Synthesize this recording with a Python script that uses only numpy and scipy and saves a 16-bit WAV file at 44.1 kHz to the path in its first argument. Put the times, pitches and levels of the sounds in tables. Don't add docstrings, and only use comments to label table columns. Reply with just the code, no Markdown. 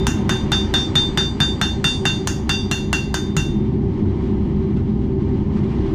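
import sys
import numpy as np
from scipy import signal
from scipy.fft import rfft, irfft
from scipy.io import wavfile
from scipy.ndimage import uniform_filter1d

SR = 44100
rng = np.random.default_rng(int(sys.argv[2]) if len(sys.argv) > 2 else 0)


def master(y):
    cut = np.clip(np.atleast_2d(y).T, -1, 1)
    pcm = np.round(cut * 32767)
    wavfile.write(sys.argv[1], SR, pcm.astype(np.int16))


N = 261954
TIME = np.arange(N) / SR

# start in seconds, knock level in dB, then low, main and high ring group levels in dB.
BLOWS = [(-0.15, -7.5, -29, -23, -32), (0.0683, -18, -33.5, -40.5, -48), (0.293, -15.5, -34, -27.5, -38),
         (0.518, -16, -30.5, -20.5, -32.5), (0.739, -16.5, -33.5, -19, -34), (0.9541, -17.5, -35, -17, -31),
         (1.174, -15.5, -32, -20.5, -29.5), (1.4027, -16.5, -32.5, -19, -27.5),
         (1.6135, -15.5, -30.5, -23.5, -36.5), (1.8422, -17.5, -20.5, -20, -29.5),
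         (2.0534, -15.5, -22, -23, -32), (2.273, -22.5, -37, -41, -40), (2.493, -18, -22, -24, -26.5),
         (2.713, -19.5, -24, -31.5, -38), (2.929, -18, -20.5, -34.5, -35), (3.142, -19.5, -48, -32, -36.5),
         (3.3664, -21, -27.5, -32.5, -42)]
# nominal frequency in Hz, level in dB relative to its group, free decay time t60 in seconds.
LOW_RING = [(2748, 2, 0.32), (2800, -10, 0.23)]
MAIN_RING = [(3596, 4, 0.55), (3650, -16, .3)]
HIGH_RING = [(4734, -1, .55), (4621, -8, .55)]
OVERTONES = [(3394, -2.5, .45), (4256, -5, .45), (5538, -8, .45), (5880, -12, .5), (6037, -10, .55),
             (6298, -8, .45), (6590, -15, .45), (6783, -11, .45), (6993, -13, .5), (7930, -22, .45),
             (8250, -21, .45), (9351, -19, .45), (9505, -23, .45), (9954, -25, .5), (11052, -36, .55),
             (12102, -30, .4), (13291, -36, .4)]
# frequency in Hz, level in dB relative to the main ring group, t60 in seconds.
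WHISTLE = [(7682, -32, .85)]
# mean frequency in Hz, relative level in dB ahead of the bass cut, t60 in seconds.
CLACK = [(790, -3, .028), (900, -6, .024), (1320, 0, .012), (1580, 2, .013), (1805, -3, .016),
         (2000, -5, .012), (2700, -3, .01)]
# frequency in Hz, mean level in dB relative to the knock, t60 in seconds.
STUMP = [(149.4, 2.5, 0.085), (303, -9.5, 0.075)]
RAIL_HUM = [(1556, -17, .38), (1809, -22, .32)]
# frequency in Hz, relative density in dB per Hz.
CRACK_SPECTRUM = [(500, -2.5), (900, 9.5), (2500, -4), (4200, 3.5), (5200, -2), (6300, -2), (7500, -2),
                  (9400, -5), (10600, -18), (12000, -15), (15000, -14)]
ECHO_SPECTRUM = [(400, -37), (820, 0), (1100, -6.5), (1560, 2), (1850, -2.5), (2250, -14.5), (2750, -2),
                 (3300, -10.5), (5200, -13.5), (6400, -3), (7600, -17), (9400, -19.5), (10600, -30),
                 (14800, -30.5)]
SCUFF_SPECTRUM = [(700, 3.5), (2000, -2), (4000, -12.5), (9000, -31), (13000, -63)]
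DRAUGHT_SPECTRUM = [(300, -12.5), (450, 2.5), (560, -5), (700, -7), (850, 1), (980, -1), (1150, -7),
                    (1400, -15.5), (1900, -14), (3300, -18.5), (3900, -23.5), (5000, -27), (8500, -40.5),
                    (12000, -61)]
# start in seconds, level in dB.
SHIFTS = [(4.053, -48), (4.765, -40.5), (5.564, -39.5), (5.632, -39.5), (5.715, -42)]
# frequency in Hz, approximate half-power width in Hz, relative power in dB.
ROAR = [(35, 12, -5.5), (64.9, 5.3, 1.5), (92.8, 11, 0), (133.5, 42, 1.5), (153.5, 15, -6),
        (205.3, 18.6, 1), (217, 41, -6), (248, 28, -4.5), (316, 38, -4), (347.4, 15, -16.5),
        (381.8, 18, -7.5), (385.3, 17.3, -6)]
# crest in seconds, half width (to 1/e of the rise) in seconds, rise in dB.
SWELLS = [(0.3, 1.96, 7.5), (4.25, 0.32, 3), (5.85, 0.38, 5)]

TYPICAL_LOW_DB, TYPICAL_MAIN_DB = -30, -25
OVERTONE_DB, OVERTONES_PER_MAIN, OVERTONES_PER_LOW = -34.5, 0.43, 0.42
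SNAP_DB, SNAP_PER_MAIN = -23, -0.22
TIGHTEN_S, EASE_FROM_S, EASE_UNTIL_S = 0.46, 1.34, 2.97
CHOKE_DB_PER_S, SHARPEN_SHARE = 240, 0.0043
UPPER_CHOKE_DB_PER_S, OVERTONE_DETUNE = 32.5, 0.0014
LOW_ROAR_DB, UPPER_ROAR_DB = -21.5, -22.0
SINK_FROM_S, SINK_S, RECOVER_FROM_S, RECOVER_S = 0.065, 1.05, 3.24, 0.37
LOW_SINK_DB, UPPER_SINK_DB = 3.5, 4
RUSH_DB, HISS_DB = -43.5, -51
RUSH_FOLLOWS = 0.77
CUTOFF_HZ = 15150


def hammering(crack_db=7.0, crack_t60=0.018, clack_db=-1.5,
              echo_db=-7.0, bright_echo_db=-8.0, echo_t60=0.26, bright_t60=0.33):
    steel, crack, echo, bright_echo = np.zeros((4, N))
    t = TIME[:SR * 3 // 5]
    build_up = 1 - np.exp(-t / 0.00054)
    for s, knock_db, low_db, main_db, high_db in BLOWS:
        snap_db = SNAP_DB + SNAP_PER_MAIN * (main_db - TYPICAL_MAIN_DB)
        grip = ramp(s, 0, TIGHTEN_S) - ramp(s, EASE_FROM_S, EASE_UNTIL_S - EASE_FROM_S)
        knock = from_db(clack_db) * clack(t) + support(t)
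        crack_onset = 1 - np.exp(-t / 0.00014)
        add(steel, s, steel_ring(t, low_db, main_db, high_db, grip))
        add(steel, s, from_db(knock_db) * knock)
        add(crack, s, from_db(snap_db + crack_db) * fade(t, crack_t60) * crack_onset)
        add(echo, s, from_db(knock_db + echo_db) * fade(t, echo_t60) * build_up)
        add(bright_echo, s, from_db(snap_db + bright_echo_db) * fade(t, bright_t60) * build_up)
    dull = split(coloured_noise(ECHO_SPECTRUM, ripple_db=2), hz=3770)[0]
    bright = split(coloured_noise(ECHO_SPECTRUM, ripple_db=12), hz=4000)[1]
    crack_sound = crack * coloured_noise(CRACK_SPECTRUM, ripple_db=5)
    return steel + crack_sound + echo * dull + bright_echo * bright


def steel_ring(t, low_db, main_db, high_db, grip, free_s=0.11):
    overtone_db = (OVERTONE_DB + OVERTONES_PER_MAIN * (main_db - TYPICAL_MAIN_DB)
                   + OVERTONES_PER_LOW * (low_db - TYPICAL_LOW_DB))
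    lower = from_db(low_db) * ring(LOW_RING, t, spread_db=0.5, scatter=0.55, sharpen=SHARPEN_SHARE * grip)
    lower += from_db(main_db) * ring(MAIN_RING, t, spread_db=0.3, scatter=0.15)
    upper = from_db(high_db) * ring(HIGH_RING, t, spread_db=0.8, scatter=0.5)
    upper += from_db(overtone_db) * ring(OVERTONES, t, spread_db=3, scatter=0.55, detune=OVERTONE_DETUNE)
    whistle = from_db(main_db) * ring(WHISTLE, t, spread_db=1, scatter=0.15)
    settled_s = np.maximum(t - free_s, 0)
    choked = lower * from_db(-CHOKE_DB_PER_S * grip * settled_s)
    choked += upper * from_db(-UPPER_CHOKE_DB_PER_S * settled_s)
    return (choked + whistle) * (1 - np.exp(-t / 0.0037))


def clack(t, detune=0.068, squash_s=0.00086):
    late = np.maximum(t - squash_s, 0)
    out = np.zeros(len(t))
    for hz, db, t60 in CLACK:
        pitch = hz * (1 + detune * rng.standard_normal())
        level = from_db(db + rng.normal(0, 1))
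        out -= level * fade(late, t60) * np.sin(2 * np.pi * pitch * late)
    return signal.sosfilt(signal.butter(2, 680, "high", fs=SR, output="sos"), out)


def support(t):
    thud = ring(STUMP, t, spread_db=4, scatter=0.58)
    hum = ring(RAIL_HUM, t, spread_db=0.5, scatter=0.67)
    return (thud + hum) * (1 - np.exp(-t / 0.0034))


def handling(t60=0.16):
    scuffs = np.zeros(N)
    t = TIME[:SR // 4]
    for s, db in SHIFTS:
        add(scuffs, s, from_db(db) * fade(t, t60) * (1 - np.exp(-t / 0.0015)))
    return scuffs * coloured_noise(SCUFF_SPECTRUM, ripple_db=9)


def forge(flutter_db=1.9):
    bins = np.fft.rfftfreq(N, 1 / SR)
    power = sum(from_db(db) ** 2 / width / (1 + 2 * ((bins - hz) / width) ** 2) ** 2
                for hz, width, db in ROAR)
    turbulence = irfft(rfft(rng.standard_normal(N)) * np.sqrt(power), N)
    low, upper = split(turbulence, hz=179.0)
    sunk = ramp(TIME, SINK_FROM_S, SINK_S) - ramp(TIME, RECOVER_FROM_S, RECOVER_S)
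    roar = 0
    for band, level_db, sink_db in ((low, LOW_ROAR_DB, LOW_SINK_DB), (upper, UPPER_ROAR_DB, UPPER_SINK_DB)):
        chance_swell = np.sqrt(uniform_filter1d(band ** 2, size=SR // 3))
        roar = roar + from_db(level_db - sink_db * sunk) * band / chance_swell
    rush, hiss = split(coloured_noise(DRAUGHT_SPECTRUM, ripple_db=5.0), hz=1100)
    swell_db = sum(db * np.exp(-((TIME - s) / width) ** 2) for s, width, db in SWELLS)
    flutter = flutter_db * waver(TIME, rate=24).real
    rush = from_db(RUSH_DB + RUSH_FOLLOWS * swell_db) * rush
    hiss = from_db(HISS_DB + swell_db + flutter) * hiss
    return roar + rush + hiss


def ring(modes, t, spread_db, scatter, detune=0, sharpen=0):
    out = np.zeros(len(t))
    slow = t[::48]
    arrived = 1 - np.exp(-slow / 0.0055)
    for hz, db, t60 in modes:
        pitch = hz * (1 + sharpen + detune * rng.standard_normal())
        path = 1 + scatter * arrived * waver(slow, rate=76.5)
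        strength = np.sqrt(2) * from_db(db + spread_db * rng.standard_normal())
        level = strength * fade(slow, t60) * abs(path)
        phase = np.unwrap(np.angle(path)) + 2 * np.pi * (pitch * slow + rng.random())
        out += np.interp(t, slow, level) * np.sin(np.interp(t, slow, phase).astype(np.float32))
    return out


def fade(t, t60):
    return from_db(-60 * t / t60)


def coloured_noise(spectrum, ripple_db):
    hz, db = np.transpose(spectrum)
    bins = np.maximum(np.fft.rfftfreq(N, 1 / SR), 1)
    grid = np.linspace(0, SR / 2, 700)
    ripples = np.interp(bins, grid, rng.uniform(-1, 1, len(grid)))
    shape_db = np.interp(np.log(bins), np.log(hz), db)
    bass_cut = np.minimum(bins / hz[0], 1) ** 2
    gain = from_db(shape_db + ripple_db * ripples) * bass_cut
    return rms_one(irfft(rfft(rng.standard_normal(N)) * gain, N))


def waver(t, rate):
    steps = rng.standard_normal((2, 256))
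    return np.interp(t * rate, np.arange(256), steps[0] + 1j * steps[1]) / np.sqrt(2)


def split(x, hz):
    filters = [signal.butter(4, hz, side, fs=SR, output="sos") for side in ("low", "high")]
    return [rms_one(signal.sosfiltfilt(sos, x)) for sos in filters]


def ramp(t, start_s, length_s):
    return np.clip((t - start_s) / length_s, 0, 1)


def from_db(db):
    return 10 ** (np.asarray(db) / 20)


def rms_one(x):
    return x / np.sqrt(np.mean(x ** 2) + 1e-20)


def add(track, s, sound):
    at = round(s * SR)
    part = sound[max(-at, 0):N - at]
    track[max(at, 0):max(at, 0) + len(part)] += part


def scene():
    return (hammering() + handling() + forge())[None]


def record(dry):
    rounded = dry / (1 + (dry / 0.8) ** 6) ** (1 / 6)
    return signal.sosfilt(signal.ellip(10, 0.2, 80, CUTOFF_HZ, fs=SR, output="sos"), rounded)


dry = scene()
out = record(dry)
master(out)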